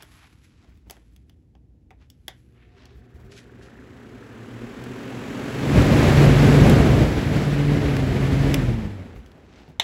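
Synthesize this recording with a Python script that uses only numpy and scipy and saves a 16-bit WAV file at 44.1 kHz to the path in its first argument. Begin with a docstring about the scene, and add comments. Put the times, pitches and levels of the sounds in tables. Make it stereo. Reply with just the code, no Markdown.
"""A small three-blade fan on a carpet is switched on with a click and slowly runs up to speed.
Turbulence, blade tones, motor hum and frame buzz follow its speed and the microphone's path into the draught.
A turn of the knob makes the speed sag and recover; then the fan is switched off and coasts.
Filtered noise makes the shuffling of bare feet and clothes; short blows ring resonances for the knob and
case clicks, handling taps and knocks, and a wall switch. Soft thuds and a low rumble fill the quiet room."""
import sys
import numpy as np
from scipy import signal
from scipy.fft import rfft, irfft, next_fast_len
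from scipy.io import wavfile
from scipy.ndimage import uniform_filter1d, map_coordinates

SR = 44100
rng = np.random.default_rng(int(sys.argv[2]) if len(sys.argv) > 2 else 0)


def to_wav(s):
    """Save 16-bit WAV."""
    ch = np.atleast_2d(s).T  # columns
    pcm = np.round(np.clip(ch, -1, 1) * 32767)  # PCM
    wavfile.write(sys.argv[1], SR, pcm.astype(np.int16))


N = 433503

ON_S, OFF_S = 2.281, 8.542  # motor current flows between these
FULL_HZ = 144.2  # blade passes per second at full speed
LEFT_RIGHT_HALVES = np.array([[.5], [-.5]])  # splits a left-minus-right dB between the channels


def amp(db):
    """Decibels to gain."""
    return 10 ** (np.asarray(db) / 20)


def rms(x):
    """Root mean square."""
    return np.sqrt(np.mean(x ** 2) + 1e-20)


def unit(x):
    """x at rms 1."""
    return x / rms(x)


def along(points, hz):
    """(Hz, value) points read on a log-frequency axis."""
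    f, v = np.transpose(points)
    return np.interp(np.log(hz + 1), np.log(f + 1), v)


def curves(rows):
    """One value per sample for each column after the time."""
    s, *cols = np.transpose(rows)
    return [np.interp(np.arange(N) / SR, s, c) for c in cols]


def during(start_s, end_s, fade_s):
    """1 between two times, fading linearly to 0 outside them."""
    t = np.arange(N) / SR
    return np.clip(1 + np.minimum(t - start_s, end_s - t) / fade_s, 0, 1)


def wobble(rate_hz):
    """Smooth random curve with rate_hz knots a second."""
    knots = rng.standard_normal(int(N * rate_hz / SR) + 4)
    return map_coordinates(knots, [np.arange(N) * rate_hz / SR])


def filtered(x, response):
    """x times a response of frequency."""
    n = x.shape[-1]
    m = next_fast_len(n + 8192)
    return irfft(rfft(x, m) * response(np.fft.rfftfreq(m, 1 / SR)), m)[..., :n]


def ring(x, modes):
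    """x through parallel resonances (Hz, width Hz, dB) of alternating polarity."""
    def response(f):
        total = 0
        for k, (hz, width, db) in enumerate(modes):
            damping = 1j * f * width
            total = total + (-1) ** k * amp(db) * damping / (hz * hz - f * f + damping)
        return total
    return filtered(x, response)


def noise(spectrum, alike, lean=((1000, 0),), lead=((1000, 0),)):
    """Stereo noise with a mid of given spectrum and rms 1, correlation, left-right dB and left phase lead."""
    m = next_fast_len(N)
    hz = np.fft.rfftfreq(m, 1 / SR)
    a, b = rfft(rng.standard_normal((2, m)))
    turn = np.arccos(np.clip(along(alike, hz), -.9, .99)) / 2
    shared, apart = np.cos(turn), np.sin(turn)
    left = amp(along(lean, hz)) * np.exp(1j * along(lead, hz))
    mid = np.hypot(abs(left + 1) * shared, abs(left - 1) * apart)
    colour = amp(along(spectrum, hz)) / mid
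    pair = np.array([left * (shared * a + apart * b), shared * a - apart * b])
    pair = irfft(colour * pair, m)[:, :N]
    return pair / rms(pair.mean(0))


def blade_rate():
    """Blade passes per second: a slow run-up, a sag under the knob, then air drag brakes the free rotor."""
    pull_hz, run_up_s, knee_hz = 187, 2.38, 2.517  # motor pulls towards pull_hz until the air holds it back
    sag_at_s, sag_fall_s, sag_hz, recover_s = 7.89, 0.117, 12.8, 0.549
    coast_s = 0.92  # time to half speed without current
    t = np.arange(N) / SR
    driven = np.clip(t, ON_S, OFF_S)
    pull = pull_hz * (1 - np.exp(-(driven - ON_S) / run_up_s))
    held = -knee_hz * np.logaddexp(-pull / knee_hz, -FULL_HZ / knee_hz)  # soft minimum
    since = driven - sag_at_s
    recovery = np.exp(-np.maximum(since - sag_fall_s, 0) / recover_s)
    sag = sag_hz * np.clip(since / sag_fall_s, 0, 1) * recovery
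    return np.maximum(held - sag, 0) / (1 + np.maximum(t - OFF_S, 0) / coast_s)


def blade_phase(speed):
    """Angle of the blade passes; the speed is never quite steady."""
    return 2 * np.pi * np.cumsum(FULL_HZ * speed * (1 + 0.0041 * wobble(13))) / SR


def place():
    """Closeness of the microphone (1 at 5 cm, falling as 1 / distance) and its share of the draught."""
    # microphone path: time_s, distance_m, draught_share (0 out in the room, 1 in the draught)
    path = [(2.4, 1.05, 0.44), (3.0, 0.7, 0.11), (3.8, 0.57, 0.011), (4.25, 0.51, 0), (4.6, 0.38, 0.028),
            (5.0, 0.29, 0.013), (5.5, 0.17, 0.13), (5.78, 0.069, 0.78), (6.05, 0.049, 0.82),
            (6.75, 0.056, 0.86), (7.2, 0.13, 0.98), (8.2, 0.13, 1), (8.52, 0.12, 1), (8.85, 0.21, 0.99),
            (9.1, 0.4, 0.46), (9.45, 0.75, 0.077)]
    metres, near = curves(path)
    return 0.05 / metres, np.clip(near, 0, 1)


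def airflow(phase, speed):
    """Turbulent air at the grille, and eddies on the microphone ports once they are in the draught."""
    # buffet, body, rush and hiss: low_hz, high_hz
    bands = [(55, 100), (170, 700), (1000, 4000), (5000, 8000)]
    # same bands: level_db (full speed, 5 cm), speed_power, out_of_draught_loss_db, rim_gain_db
    laws = [(-21.5, 1, 21.5, 2.5), (-17, 1.83, 1.5, 0), (-26, 2.35, 2, 0), (-41, 2.65, 0.5, -0.5)]
    # depth of the eddies per band: depth_db
    eddy_db = [1.5, 1.5, 0.7, 0.8]
    # gusts on the moving ports: peak_s, half_length_s (to 1/e), buffet_db, body_db
    gusts = [(5.772, 0.057, 9.5, 1.5), (5.912, 0.077, 1.5, 3), (6.29, 0.065, 6, 2.5), (6.48, 0.08, -2, 1.5),
             (6.642, 0.07, 5.5, 5), (6.775, 0.073, 7, 5), (6.9, 0.063, 3, 3.5), (7.02, 0.12, 5.5, 3),
             (8.717, 0.16, 4.5, -1)]
    # colour out in the room, in the draught: freq_hz, relative_db_per_hz
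    far_colour = [(25, -38), (55, 8), (160, -6), (260, -0.5), (330, -11), (390, -6.5), (600, -17.5),
                  (950, -20), (1600, -19), (2700, -24), (5000, -36), (7400, -37.5), (11000, -44),
                  (15000, -49)]
    near_colour = [(20, -27), (30, -6), (45, 3.5), (100, 4), (200, -1.5), (330, -7.5), (600, -15.5),
                   (1100, -26.5), (2100, -26.5), (3300, -31.5), (5500, -35.5), (7400, -37.5), (11000, -42),
                   (15000, -48)]
    # left-right correlation, clipped in noise(): freq_hz, correlation
    far_alike = [(60, 0.5), (250, 2), (640, 0.45), (1400, .45), (3100, 0.26), (6000, 1.5), (9000, -4.5)]
    near_alike = [(60, 0.87), (200, 0.62), (400, 0.5), (700, 0.67), (1400, 0.53), (2400, 0.8), (4400, .85),
                  (7500, 0.75)]
    # left minus right: freq_hz, lean_db
    far_lean = [(60, 0), (250, -3), (550, -0.5), (900, 4.5), (1650, 1), (3500, 5), (7500, 0.5)]
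    near_lean = [(60, 0.5), (110, -0.8), (200, 3.5), (380, 6.5), (700, 13.5), (1290, 9.5), (2380, 6),
                 (4400, 5.5), (7500, 4)]
    # left port leads in the draught: freq_hz, lead_rad
    near_lead = [(60, 0.2), (300, 0.5), (800, 1.0), (1300, 2.63), (2100, 0.16), (4000, 0.23), (7000, 0.5)]
    # microphone off the axis, beside the rim: start_s, end_s, fade_s
    at_rim = (7.9, 9.0, 0.24)
    # housing screens the hiss: start_s, end_s, fade_s (the fades overlap, peaking near 0.8 of the loss)
    behind_housing = (7.77, 7.65, 0.32)
    screen_db = -2.5
    chop_depth = [0.03, 0.19, 0.17, 0.21]  # per band
    flutter_depth = 0.15  # once per turn, out of the draught

    close, near = place()
    far_air = noise(far_colour, far_alike, far_lean)
    near_air = noise(near_colour, near_alike, near_lean, near_lead)
    centres = np.sqrt(np.prod(bands, axis=1))
    eddies = near * (0.6 * wobble(14) + 0.95 * wobble(55))
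    t = np.arange(N) / SR
    buffet_db, body_db = sum(np.outer(dbs, np.exp(-((t - s) / length) ** 2)) for s, length, *dbs in gusts)
    swell_db = [buffet_db, body_db, 0, screen_db * during(*behind_housing)]
    rim = during(*at_rim)
    flutter = 1 + flutter_depth * (1 - near) * np.cos(phase / 3)
    out = np.zeros((2, N))
    for k, ((lo, hi), (db, power, draught_db, rim_db)) in enumerate(zip(bands, laws)):
        strength = lambda x: rms(filtered(x.mean(0), lambda hz: (hz > lo) & (hz < hi)))
        far = np.sqrt(1 - near) * far_air / strength(far_air)
        air = far + np.sqrt(near) * near_air / strength(near_air)
        weights = list(zip(centres, np.eye(len(centres))[k]))  # crossfades between band centres
        band = filtered(air, lambda hz: along(weights, hz))
        level_db = db + draught_db * (near - 1) + rim_db * rim + swell_db[k] + eddy_db[k] * eddies
        level = close * speed ** power * amp(level_db)
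        # the stream is chopped twice per blade pass
        out += band * level * (1 + chop_depth[k] * np.cos(2 * phase)) * flutter
    return out


def blade_tones(phase, speed):
    """Three blades push the air once each per turn; a slight imbalance sounds once per turn."""
    # partials: blade_rate_multiple, level_db (full speed, 5 cm, before beaming)
    partials = [(1, -15), (2, -26.5), (3, -37), (1 / 3, -28.5)]
    # uneven beaming round the fan: time_s, fundamental_and_below_db, overtones_db
    beaming = [(3.8, -12, -2), (4.65, 5, 15.5), (5.3, -11, -1), (5.6, -2, 5.5), (5.9, -1.5, 2.5),
               (6.15, 3, -2), (6.55, 4.5, -0.5), (6.75, -0.5, 7), (7.05, -4.5, 1.5), (7.4, 1.5, 6.5),
               (7.65, 8.5, 10), (7.87, 3, 11.5), (8.15, 2, 7.5), (8.5, 6, 10), (8.85, 7.5, 16.5),
               (9.05, 8.5, 8), (9.3, -3, -2)]
    out_of_draught_loss_db, speed_power = 6.5, 2.44
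    close, near = place()
    low_db, high_db = curves(beaming)
    tone = 0
    for multiple, db in partials:
        k = round(3 * multiple) / 3  # whole multiples of the turn rate
        beam_db = high_db if k > 1 else low_db
        level = amp(db + beam_db + 1.5 * wobble(22))
        tone = tone + level * np.sin(k * phase + 0.029 * wobble(28))
    place_db = out_of_draught_loss_db * (near - 1) + near * LEFT_RIGHT_HALVES
    return tone * close * speed ** speed_power * amp(place_db)


def motor():
    """The iron hums at even multiples of the mains while the current flows, far louder from close by."""
    # magnetic hum: mains_multiple, relative_db (before close_db and distance)
    hum_partials = [(2, -55.5), (4, -64), (6, -67.5), (8, -76)]
    mains_hz, close_db, distance_power = 60, 35.5, 1.47  # close_db: hum gain at 5 cm
    whine_order, whine_db, whine_from_s, whine_rough_rad = 12, -72, 2.6, 0.9
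    phase = 2 * np.pi * mains_hz * np.arange(N) / SR
    hum = sum(amp(db + 0.46 * wobble(3.6)) * np.sin(round(k) * phase) for k, db in hum_partials)
    whine = np.sin(whine_order * phase + whine_rough_rad * wobble(60))
    whine = whine * amp(whine_db + 3.7 * wobble(16)) * during(whine_from_s, OFF_S, .1)
    return (hum * amp(close_db) * place()[0] ** distance_power + whine) * during(ON_S, OFF_S, .02)


def frame(phase, speed):
    """The motor shakes the frame, which buzzes at its resonances, fluttering once per turn of the rotor."""
    # frame resonances: freq_hz, width_hz, relative_db
    modes = [(385, 30, 0), (722, 25, -13), (1700, 350, -20)]
    buzz_db, speed_power = -50.5, 1.07  # buzz_db at full speed
    shake = noise([(1000, 0)], [(1000, 0.46)]) * (1 + 0.65 * np.cos(phase / 3))
    return unit(ring(shake, modes)) * amp(buzz_db) * speed ** speed_power * during(ON_S, OFF_S, 0.064)


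def frame_sweep(phase, speed):
    """The frame sings as overtones of the changing blade rate cross its resonance."""
    # overtones: blade_rate_multiple, level_db (on resonance)
    orders = [(5, -60), (6, -48.5), (9, -54), (12, -65)]
    centre_hz, width_hz = 397, 30
    gain = lambda k: 1 / (1 + (2 * (k * FULL_HZ * speed - centre_hz) / width_hz) ** 2)
    song = sum(amp(db) * gain(round(k)) * np.sin(round(k) * phase) for k, db in orders)
    return song * during(ON_S, OFF_S, .02)


def shaft_rub(phase, speed):
    """The rotor rubs once per turn with varying force, most strongly at its loosest speed."""
    # rubbing resonances: freq_hz, width_hz, relative_db
    modes = [(1380, 280, -1), (1800, 260, -1)]
    level_db, scatter_db = -29, 1.5  # level_db: 5 cm, loosest speed, peak of contact
    loosest_speed, speed_range = 0.67, 0.28  # shares of full speed
    width_turns = .09
    turns = phase / (3 * 2 * np.pi)
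    force = amp(scatter_db * rng.standard_normal(int(turns[-1]) + 1))[turns.astype(int)]
    contact = np.exp(-((turns % 1 - .5) / width_turns) ** 2)
    loose = np.exp(-((speed - loosest_speed) / speed_range) ** 2)
    scrape = unit(ring(noise([(1000, 0)], [(1000, 0.46)]), modes))
    return amp(level_db) * scrape * contact * force * loose * place()[0] * during(ON_S, OFF_S, .02)


def walls(hit):
    """The room hears a blow from all sides, so its answer has a blurred colour; treble dies first."""
    # reverberation: freq_hz, decay_60db_s
    decay = [(200, 0.26), (1000, 0.19), (1800, 0.22), (3000, 0.19), (6000, 0.15), (14000, 0.076)]
    blur_hz = 650
    n = hit.shape[1]
    hz, t, z = signal.stft(rng.standard_normal((2, n)), SR, nperseg=256)
    fading = z * amp(-60 * t / along(decay, hz)[:, None])
    tail = signal.istft(fading, SR, nperseg=256)[1][:, :n]
    power = np.mean(abs(rfft(hit)) ** 2, axis=0)
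    colour = np.sqrt(abs(uniform_filter1d(power, int(blur_hz * n / SR))))
    return filtered(tail / np.linalg.norm(tail[0]), lambda f: np.interp(f, np.fft.rfftfreq(n, 1 / SR), colour))


def clicks(rows, shell, knock_modes, contact_t60, knock_t60, gain_db, room_db, apart):
    """A sharp blow with a short rough contact rings a shell, knocks its mount and snaps in the treble."""
    # treble snap: freq_hz, relative_db_per_hz
    snap_colour = [(2000, -48), (6000, -0.5), (11000, 2), (15000, -1)]
    # dry crack of the contact: freq_hz, relative_db_per_hz
    crack_colour = [(400, -15), (1200, -8), (2400, 9), (5000, -3), (8000, -23)]
    # answer of the carpeted room: freq_hz, gain_db
    echo_colour = [(400, 0), (780, 0), (1100, -4), (1900, 2.5), (3200, -2.5), (7000, -2.5), (12000, -5)]
    crack_db = -12.5  # beside the ring
    strike_spread_db = 2.5  # each blow meets the shell elsewhere
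    out, t = np.zeros((2, N + SR)), np.arange(SR // 3) / SR
    sized = lambda x: x / rms(x[:, :SR // 200])  # rms 1 over the first 5 ms
    blow = 7.0 * (t == 0)
    for s, db, knock_db, snap_db, hardness_db, lean_db in rows:
        grit = rng.standard_normal(len(t)) + apart * rng.standard_normal((2, len(t)))
        grit = grit * (1 - np.exp(-t / 0.00024))
        contact = blow + grit * amp(-60 * t / contact_t60)
        tilt_db = lambda hz: hardness_db * np.log2(np.clip(hz, 1000, 6000) / 2000)
        struck = [(hz, width, level + tilt_db(hz) + strike_spread_db * rng.standard_normal())
                  for hz, width, level in shell]
        clack = ring(contact, struck)
        crack = filtered(contact, lambda hz: amp(along(crack_colour, hz) + tilt_db(hz)))
        # one push plus a little roughness sets the mount ringing
        push = t * np.exp(-t / .00015)
        shove = push / push.max() + 0.5 * grit * amp(-60 * t / knock_t60)
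        knock = ring(shove, knock_modes)
        snap = filtered(grit * amp(-60 * t / 0.012), lambda hz: amp(along(snap_colour, hz)))
        hit = sized(clack) + amp(crack_db) * sized(crack)
        hit = hit + amp(knock_db) * sized(knock) + amp(snap_db) * sized(snap)
        echo = filtered(walls(hit), lambda hz: amp(along(echo_colour, hz)))
        direct = hit * amp(lean_db * LEFT_RIGHT_HALVES)
        out[:, round(s * SR):][:, :len(t)] += amp(db + gain_db) * (direct + amp(room_db) * echo)
    return out[:, :N]


def handling_clicks():
    """Clicks of the fan's knob and case, with taps, ticks and dull knocks of handling, from one set of modes."""
    # start_s, relative_db, knock_db, snap_db, hardness_db_per_octave, left_minus_right_db
    events = [(0.0235, -38, -5, 0, 0, 1), (0.031, -42, -8, 1, -6, -1), (0.045, -56, -6, 2, 0, 1),
              (0.31, -57, -6, -6, -3, 1), (0.774, -60, -10, -3, -4, 3), (0.8984, -36.5, -3.5, -2, 2, 7),
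              (0.9082, -38, 2, 9.5, 5, 8), (0.9677, -47, -4, -16, -11, 7), (1.1628, -50.5, -15, -1, 3, 7),
              (1.296, -48.5, -9, -5, 1, 6), (1.5519, -55, 6.5, -20, -3, 3.5),
              (1.9065, -45.5, -1, -26, -8, 6.5), (1.912, -53, 10.5, -24, -8, 6.5),
              (2.1011, -44, -22, 2, 4, 6), (2.2811, -23.5, -8, -4.5, 0, 6.5),
              (2.8554, -43.5, -12, -12, 10, 6), (4.8394, -38, -4, -2, 6, 4), (6.697, -26.5, -6, 4, 2, 14),
              (7.9673, -23, -7, -12, 4, 6), (8.5425, -15, -16, -3, -4.5, 9), (9.161, -42.5, 0, -24, -12, 1),
              (9.2618, -46, -6, -9, 0, 1), (9.317, -47, -7, -11, 0, 3), (9.679, -50, 9, -20, -4, 3)]
    # bright, then dull resonances: freq_hz, width_hz, relative_db
    bright_modes = [(1250, 280, -10), (1660, 260, 0), (2150, 600, -5), (2850, 520, 2), (3400, 520, 2),
                    (4050, 700, -5), (4900, 1200, -8)]
    dull_modes = [(380, 70, -7), (770, 75, 0), (1200, 450, -18)]
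    return clicks(events, bright_modes, dull_modes, contact_t60=0.016, knock_t60=0.087,
                  gain_db=-9.0, room_db=-5.5, apart=0.55)


def wall_switch():
    """The wall switch snaps, ringing its plate and box."""
    # start_s, relative_db, knock_db, snap_db, hardness_db_per_octave, left_minus_right_db
    events = [(9.798, -7.5, -13, -19, -0.5, 4)]
    # plate, then box resonances: freq_hz, width_hz, relative_db
    plate = [(2000, 480, -3), (2450, 700, 0), (2940, 400, 1), (3620, 560, 6), (4200, 850, -3),
             (5500, 1300, -5)]
    box = [(300, 200, -9), (640, 110, -4), (930, 140, 0)]
    return clicks(events, plate, box, contact_t60=0.026, knock_t60=0.037,
                  gain_db=-7.5, room_db=-3.0, apart=0.89)


def strokes(rows):
    """Gain of rubbing strokes that swell to a peak and fade, 20 dB over each rise or fall time."""
    t = np.arange(N) / SR
    return sum(amp(db - 20 * np.maximum((s - t) / rise, (t - s) / fall)) for s, rise, fall, db in rows)


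def shuffling():
    """Cloth brushes and its fibres catch, each stroke in its own band; soles scuff the carpet."""
    # clothing and skin: peak_s, rise_s, fall_s, relative_db, lowest_hz, highest_hz
    rustles = [(0.012, 0.03, 0.034, -52, 400, 5000), (0.14, 0.3, 0.35, -59.5, 700, 14000),
               (0.245, 0.16, 0.08, -57, 800, 4000), (0.446, 0.035, 0.048, -62, 1700, 12000),
               (0.62, 0.41, 0.33, -66, 900, 7000), (0.72, 0.04, 0.037, -67, 900, 2600),
               (0.92, 0.01, 0.093, -60, 700, 12000), (1.1, 0.33, 0.55, -74.5, 1100, 12000),
               (2.023, 0.04, 0.05, -62.5, 900, 5000), (2.38, 0.51, 0.5, -72, 1200, 15000),
               (2.575, 0.06, 0.099, -64.5, 500, 3000), (2.635, 0.071, 0.1, -60, 1650, 2980),
               (2.805, 0.11, 0.28, -56.5, 400, 5100), (3.32, 0.015, 0.099, -51.5, 1800, 8000),
               (3.38, 0.058, 0.066, -48.5, 1700, 8000), (3.63, 0.032, 0.11, -54, 1200, 8000),
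               (9.59, 0.25, 0.21, -54.5, 400, 6000)]
    # soles on carpet: peak_s, rise_s, fall_s, relative_db
    scuffs = [(0.035, 0.035, 0.027, -55), (0.65, 0.04, 0.085, -60.5), (0.868, 0.023, 0.034, -58),
              (0.975, 0.05, 0.072, -60), (2.02, 0.04, 0.05, -63), (3.203, 0.015, 0.047, -48.5),
              (9.385, 0.12, 0.16, -52.5), (9.44, 0.033, 0.03, -63), (9.61, 0.11, 0.097, -51),
              (9.7, 0.031, 0.05, -52)]
    # colour of cloth, then soles: freq_hz, relative_db_per_hz
    cloth_colour = [(250, -5), (700, -0.5), (1200, -2.5), (2300, -3), (4500, -9), (7400, -12), (11000, -9),
                    (15000, -23)]
    sole_colour = [(80, -15), (220, 4.5), (400, -4), (700, -5), (1300, -18), (2200, -18.5), (5000, -35),
                   (15000, -42)]
    catches_per_s, catch_share = 520, .7  # share beside the smooth brushing
    grains = rng.standard_normal(N) + .5 * rng.standard_normal((2, N))
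    catches = (rng.random(N) < catches_per_s / SR) * grains
    crackle = unit(filtered(catches, lambda hz: amp(along(cloth_colour, hz))))
    brushing = noise(cloth_colour, [(1000, 0.29)])
    cloth = amp(0.99 * wobble(66) + 0.71 * wobble(400)) * (brushing + catch_share * crackle)
    out = strokes(scuffs) * amp(2.5 * wobble(150)) * noise(sole_colour, [(300, 0.39), (1500, 0.3)])
    for s, rise, fall, db, low_hz, high_hz in rustles:
        span = slice(max(int((s - 2 * rise) * SR), 0), int((s + 2 * fall) * SR))
        band = lambda hz: hz ** 4 / np.sqrt((hz ** 8 + low_hz ** 8.) * (1 + (hz / high_hz) ** 8))
        out[:, span] += filtered(cloth[:, span], band) * strokes([(s, rise, fall, db)])[span]
    return out


def footfalls():
    """Footfalls and bumps of the hand each set off a short low thud with some rumble of the floor."""
    # start_s, level_db, pitch_hz, time_to_peak_s
    thuds = [(0.03, -51, 130, 0.0066), (0.68, -46.5, 58, 0.017), (0.735, -50, 70, 0.028),
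             (0.865, -44, 58, 0.019), (1.11, -49, 60, 0.017), (2.945, -42.5, 55, .02),
             (3.135, -41, 66, .02), (3.19, -44, 80, .018), (3.24, -42, 50, .015), (9.148, -35, 54, 0.019),
             (9.25, -45, 52, .02), (9.68, -40, 144, 0.011)]
    # floor rumble: freq_hz, relative_db_per_hz
    floor_colour = [(25, -6), (55, 5.5), (110, -1), (250, -12), (600, -34.5), (2000, -36), (8000, -44)]
    t = np.arange(N) / SR
    rumble = amp(-6) * noise(floor_colour, [(100, 0.63)])
    out = np.zeros((2, N))
    for s, db, hz, rise in thuds:
        span = slice(int(s * SR), int((s + .5) * SR))
        age = t[span] - t[span][0]
        envelope = amp(db) * age / rise * np.exp(1 - age / rise)
        out[:, span] += envelope * (np.sin(2 * np.pi * hz * age) + rumble[:, span])
    return out


def room():
    """Low rumble of the house as coloured noise with a few wavering tones."""
    # rumble: freq_hz, relative_db_per_hz
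    rumble_colour = [(20, -33), (35, -14), (58, -2), (100, -8), (170, -15), (300, -19), (450, -30),
                     (600, -37), (800, -39.5), (1200, -52), (2100, -52), (3000, -56), (7000, -60.5),
                     (15000, -68)]
    # faint tones: pitch_hz, level_db (mean)
    faint_tones = [(58, -63.5), (120, -72), (251, -70), (311, -72.5), (480, -81)]
    rumble_db = -54
    t = np.arange(N) / SR
    tones = 0
    for hz, db in faint_tones:
        level = amp(db + 3.0 * wobble(8.6))
        tones = tones + level * np.sin(2 * np.pi * hz * t + 0.29 * wobble(3.84))
    return tones + amp(rumble_db) * noise(rumble_colour, [(200, 0.7), (1000, 0.07), (5000, .2)])


def scene():
    """Fan, handling and room together."""
    speed = blade_rate() / FULL_HZ
    phase = blade_phase(speed)
    fan = airflow(phase, speed) + blade_tones(phase, speed) + motor()
    fan = fan + frame(phase, speed) + frame_sweep(phase, speed) + shaft_rub(phase, speed)
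    return fan + handling_clicks() + wall_switch() + shuffling() + footfalls() + room()


def record(dry):
    """The recorder cuts the deepest rumble, shares one treble, rounds the peaks and ends at its band limit."""
    # treble in opposite polarity between the channels: low_hz, high_hz
    opposed_bands = [(8350, 9600), (12500, 13750)]
    shared_from_hz, top_hz, ceiling = 6800, 15850, .95
    x = filtered(dry, lambda hz: hz ** 6 / (hz ** 6 + 36 ** 6))
    # phase turns by pi at each band edge, in the right channel only
    twist = lambda hz: sum(np.pi / 2 * (1 + np.tanh((hz - edge) / 130)) for edge in np.ravel(opposed_bands))
    shared = lambda hz: (1 + np.tanh((hz - shared_from_hz) / 300)) / 2
    treble = filtered(x.mean(0), lambda hz: shared(hz) * np.exp(1j * twist(hz) * np.array([[0], [-1]])))
    x = filtered(x, lambda hz: 1 - shared(hz)) + treble
    x = x / (1 + np.abs(x / ceiling) ** 6) ** (1 / 6)
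    return filtered(x, lambda hz: (1 - np.tanh((hz - top_hz) / 150)) / 2)


dry = scene()
out = record(dry)
to_wav(out)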